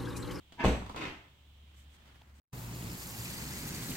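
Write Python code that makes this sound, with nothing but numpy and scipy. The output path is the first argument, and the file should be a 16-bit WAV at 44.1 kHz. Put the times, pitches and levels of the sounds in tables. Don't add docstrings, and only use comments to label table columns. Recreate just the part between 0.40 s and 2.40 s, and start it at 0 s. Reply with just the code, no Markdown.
import sys
import numpy as np
from scipy import signal
from scipy.fft import rfft, irfft
from scipy.io import wavfile

SR = 44100
rng = np.random.default_rng(int(sys.argv[2]) if len(sys.argv) > 2 else 0)


def wav_out(sig):
    wavfile.write(sys.argv[1], SR, np.round(np.clip(np.atleast_2d(sig).T, -1, 1) * 32767).astype(np.int16))


N = 88200
T = np.arange(N) / SR
BIN_HZ = np.arange(N // 2 + 1) * SR / N
LATCH_CHATTER_S = 0.0079


def catch():
    # start_s, level_db
    snaps = [(.240, -6.5), (.2465, -3.5), (.252, -2), (.2625, -2), (.280, -5.5)]
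    # frequency_hz, gain_db
    snap_colour = [(40, 7.5), (100, 24), (250, 8.5), (900, 11.5), (1200, 4), (2600, 4), (4300, -5.5),
                   (5300, -12.5), (6200, -4.5), (7000, -16), (7700, -4.5), (8500, -13.5), (9200, -21),
                   (12000, -21), (16000, -30.5)]
    # pitch_hz, level_db, t60_s
    modes = [(1846, -45.5, 0.25), (2228, -46, 0.22), (2565, -40, 0.42), (2610, -44.5, .3),
             (3434, -44.5, 0.19), (4065, -54, 0.316), (6200, -65.5, 0.34), (7440, -58.5, .2)]
    crack = coloured(clicks(snaps), snap_colour)
    release = clicks([(snaps[1][0], 0)])
    rings = sum(ringing(release, [mode]) * from_db(-0.5 * rng.standard_normal((2, 1))) for mode in modes)
    return from_db(-3.5) * chatter(crack, LATCH_CHATTER_S) + rings + garage(crack)


def lid():
    # start_s, level_db, pitch_hz
    knocks = [(.2398, -19, 350), (.2465, -10.5, 780), (.2555, -19, 230), (.2612, -17, 390),
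              (.277, -22, 200), (.2815, -15, 260), (.2955, -20, 410), (.322, -26, 560)]
    # pitch_hz, relative_level_db, t60_s
    modes = [(92, -13, 0.22), (128.6, -21, 0.16), (194, -22, .3), (212, -24.5, 0.9), (314.4, -41.5, .4),
             (368, -29, 0.21), (445, -14.5, 0.17), (499.5, -13, 0.15), (620, -15.5, 0.27), (671, -26, 0.38),
             (808, -30, .3), (882, -31, .3)]
    t60_cycles, dull_above_hz = 5.6, 1310
    thuds = -sum(ring(clicks([(s, db)]), hz, t60_cycles / hz) for s, db, hz in knocks)
    thuds = signal.sosfilt(signal.butter(2, dull_above_hz, fs=SR, output="sos"), thuds)
    blows = clicks([(s, db) for s, db, hz in knocks])
    panel = -from_db(-6.5) * ringing(blows, modes)
    return thuds + panel + from_db(-3.5) * garage(thuds)


def trunk_boom():
    start_s, rise_s = .2445, 0.015
    swell = 1 - np.exp(-np.maximum(T - start_s, 0) / rise_s)
    return swell * ring(clicks([(start_s, -19.5)]), hz=59.5, t60_s=0.49)


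def lid_taps():
    # start_s, level_db
    taps = [(.421, -12.5), (.464, -15.5), (.497, -9), (.545, -11.5), (.563, -11), (.851, -29)]
    # frequency_hz, gain_db
    tap_colour = [(60, 1), (250, 7), (600, 2), (1000, 11), (1300, 2.5), (1700, -13), (3000, -28),
                  (15000, -53)]
    strikes = coloured(clicks(taps), tap_colour)
    return chatter(strikes, decay_s=.011) + from_db(-7) * garage(strikes)


def motor_pull():
    # time_s, level_db
    effort = [(.166, -70), (.181, -42), (.204, -33.5), (.225, -35), (.245, -35), (.3, -83.5)]
    # frequency_hz, relative_gain_db
    colour = [(50, -16), (110, -0.5), (190, -1), (340, 8), (570, -4.5), (900, 10), (1300, -0.5), (2000, 3),
              (2700, 1.5), (4000, -17), (6000, -22), (8200, -35), (10000, -38), (16000, -42)]
    # pitch_hz, gain_db, t60_s
    modes = [(329, -42, 0.063), (938, -27.5, 0.036), (2565, -36, 0.036)]
    return gears(effort, colour, modes, full_teeth_per_s=900)


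def motor_return():
    # time_s, level_db
    effort = [(.5, -85), (.545, -50), (.572, -39), (.605, -40), (.635, -36), (.665, -39), (.71, -47),
              (.8, -74.5), (.83, -88)]
    # frequency_hz, relative_gain_db
    colour = [(40, -3), (70, 4.5), (200, 2), (320, 6.5), (420, -2), (560, -0.5), (900, 3), (1150, -1.5),
              (1350, 2), (1550, -1.5), (2100, 2.5), (2700, 1), (4300, -13), (6200, -18), (8200, -23),
              (9500, -36.5), (12000, -28.5), (16000, -50)]
    # pitch_hz, gain_db, t60_s
    modes = [(301.4, -38, 0.072), (860, -36, 0.043), (1378, -34, 0.17), (1405, -45, 0.038)]
    return gears(effort, colour, modes, full_teeth_per_s=670)


def gears(effort_curve, colour, modes, full_teeth_per_s):
    rate_jitter, tooth_spread_db, friction_share, dull_above_hz = .2, 6, 0.46, 1300
    gain = level(effort_curve) * (T > effort_curve[0][0]) * (T < effort_curve[-1][0])
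    effort = gain / gain.max()
    teeth_per_s = full_teeth_per_s * np.sqrt(effort) * (1 + rate_jitter * drift(700))
    teeth = np.diff(np.floor(np.cumsum(teeth_per_s) / SR), prepend=0)
    teeth *= from_db(tooth_spread_db * np.clip(rng.standard_normal(N), -2, 2))
    teeth *= rng.choice([-1, 1], N)
    friction = friction_share * rng.standard_normal(N)
    drive = gain * (.5 * np.sqrt(SR / full_teeth_per_s) * teeth + friction)
    dull = signal.sosfilt(signal.butter(1, dull_above_hz, fs=SR, output="sos"), drive)
    drive = dull + effort ** .6 * (drive - dull)
    impulse_response = coloured(clicks([(0, 0)]), colour)
    housing = coloured(drive, colour) / np.linalg.norm(impulse_response)
    return from_db(-0.5) * chatter(housing, LATCH_CHATTER_S) + garage(housing) + ringing(drive, modes)


def relay():
    # pitch_hz, level_db, t60_s
    modes = [(657, -61, 0.079), (2970, -57, .08), (3314, -55.5, .06)]
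    return ringing(clicks([(.1225, 0)]), modes)


def small_ticks():
    # start_s, level_db
    ticks = [(.1225, -30), (.463, -28), (.4945, -25.5), (.5612, -19), (1.678, -40.5)]
    # frequency_hz, gain_db
    tick_colour = [(60, 17.5), (200, 15.5), (800, 8.5), (1800, 5), (3400, 5.5), (6000, -3), (8200, -4),
                   (10000, -15), (16000, -17)]
    strikes = coloured(clicks(ticks), tick_colour)
    return chatter(strikes, decay_s=0.0038) + from_db(3.5) * garage(strikes)


def clothes():
    # centre_s, half_width_s, level_db
    rustles = [(1.396, 0.042, -65), (1.538, 0.035, -69), (1.677, 0.018, -77), (1.97, 0.03, -71)]
    # frequency_hz, relative_density_db
    rustle_colour = [(100, 0), (600, -24), (1900, 6), (5000, 0), (8200, 6.5), (10000, -6.5), (13000, 0.5),
                     (16000, -24)]
    # time_s, level_db
    shuffle_level = [(1.1, -84.5), (1.35, -68.5), (1.5, -71), (1.68, -63.5), (1.85, -67), (2, -68.5)]
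    # frequency_hz, relative_density_db
    shuffle_colour = [(60, -3), (230, 3.5), (450, -7.5), (1800, -4), (4000, -13), (8000, -21.5),
                      (15000, -27.5)]
    swells = sum(from_db(db) * np.exp(-((T - s) / width) ** 2) for s, width, db in rustles)
    grain = from_db(2.36 * drift(120))
    return grain * (swells * noise(rustle_colour) + level(shuffle_level) * noise(shuffle_colour))


def hum():
    # time_s, level_db
    hum_level = [(0, -67), (.9, -67.5), (1.1, -61), (1.27, -57), (1.5, -56), (1.58, -63.5), (1.72, -55),
                 (1.81, -59), (1.84, -71), (1.88, -56)]
    pitch_hz, waver_hz, waver_db = 70.4, 1.2, 1.24
    phase = 2 * np.pi * np.cumsum(pitch_hz + waver_hz * drift(10)) / SR
    return np.sqrt(2) * np.sin(phase) * level(hum_level) * from_db(waver_db * drift(5.3))


def hiss():
    # frequency_hz, relative_density_db
    hiss_colour = [(500, -59), (2200, -11), (2800, -6.5), (3150, -2.5), (3600, -6.5), (4500, -18.5),
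                   (15000, -33)]
    # start_s, level_db
    stop_clicks = [(1.8145, -33), (1.819, -25)]
    # pitch_hz, gain_db, t60_s
    stop_modes = [(850, -24, .012), (2700, -25.5, .004), (3230, -27, 0.0078)]
    end_s = 1.82
    return from_db(-68.5) * noise(hiss_colour) * (T < end_s) + ringing(clicks(stop_clicks), stop_modes)


def still_air():
    # frequency_hz, relative_density_db
    air_colour = [(25, -8.5), (60, 3.5), (110, 2.5), (220, -6.5), (400, -16.5), (1000, -16.5),
                  (2000, -22.5), (5000, -33.5), (8000, -27.5), (10000, -40.5), (15000, -27)]
    return from_db(-64.5) * noise(air_colour)


def garage(x):
    # frequency_hz, t60_s
    decay_times = [(60, 0.7), (250, 0.4529), (1000, 0.502), (3000, 0.54), (8000, .5), (15000, 0.62)]
    build_s, centres_hz = 0.002, np.geomspace(60, 15360, 9)
    field = rfft(diffuse())
    tail = 0
    for centre, share in zip(centres_hz, np.eye(len(centres_hz))):
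        band = irfft(field * at_hz(np.c_[centres_hz, share], BIN_HZ), N)
        tail = tail + band * from_db(-60 * T / at_hz(decay_times, centre))
    return spread(x, tail * (1 - np.exp(-T / build_s)))


def diffuse():
    # frequency_hz, coherence
    likeness = [(60, 1), (290, 0.83), (640, 0.45), (1400, 0.017), (15000, 0)]
    # frequency_hz, left_minus_right_db
    balance = [(400, 0.5), (1300, 0.5), (2400, -1.5), (4400, -6.5), (6300, -1), (8100, 3), (15000, 0)]
    mid, side = rfft(rng.standard_normal((2, N)))
    coherence = np.clip(at_hz(likeness, BIN_HZ), -1, 1)
    sides = np.array([[1], [-1]])
    pair = np.sqrt(1 + coherence) * mid + sides * np.sqrt(1 - coherence) * side
    return rms_one(irfft(pair * from_db(sides * at_hz(balance, BIN_HZ) / 2), N))


def noise(spectrum):
    return rms_one(coloured(diffuse(), spectrum))


def chatter(x, decay_s):
    return spread(x, diffuse() * np.exp(-T / decay_s))


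def spread(x, response):
    return signal.fftconvolve(x[None], rms_one(response) / np.sqrt(N), axes=1)[:, :N]


def ringing(x, modes):
    return sum(ring(x, hz, t60_s) * from_db(db) for hz, db, t60_s in modes)


def ring(x, hz, t60_s):
    radius, angle = from_db(-60 / (t60_s * SR)), 2 * np.pi * hz / SR
    return signal.lfilter([0, np.sin(angle)], [1, -2 * radius * np.cos(angle), radius ** 2], x + 1e-18)


def coloured(x, spectrum):
    gain = from_db(at_hz(spectrum, np.arange(N + 1) * SR / (2 * N)))
    cepstrum = irfft(np.log(gain))
    cepstrum[1:N] *= 2
    cepstrum[N + 1:] = 0
    return irfft(rfft(x, 2 * N) * np.exp(rfft(cepstrum)))[..., :N]


def clicks(rows):
    impulses = np.zeros(N)
    for s, db in rows:
        impulses[int(s * SR)] += from_db(db)
    return impulses


def drift(points_per_s):
    points = rng.standard_normal(400)
    return np.interp(T * points_per_s, np.arange(len(points)), points)


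def level(rows):
    return from_db(np.interp(T, *np.transpose(rows)))


def at_hz(rows, hz):
    row_hz, value = np.transpose(rows)
    return np.interp(np.log(np.maximum(hz, 1)), np.log(row_hz), value)


def rms_one(x):
    return x / np.sqrt(np.mean(x ** 2) + 1e-20)


def from_db(db):
    return 10 ** (np.asarray(db) / 20)


def scene():
    actuator = relay() + motor_pull() + motor_return()
    impacts = lid_taps() + small_ticks() + catch() + lid()
    background = hum() + still_air() + hiss() + clothes()
    return actuator + impacts + trunk_boom() + background


def record(dry):
    cutoff_hz = 15800
    return signal.sosfilt(signal.ellip(12, .1, 90, cutoff_hz, fs=SR, output="sos"), dry)


dry = scene()
out = record(dry)
wav_out(out)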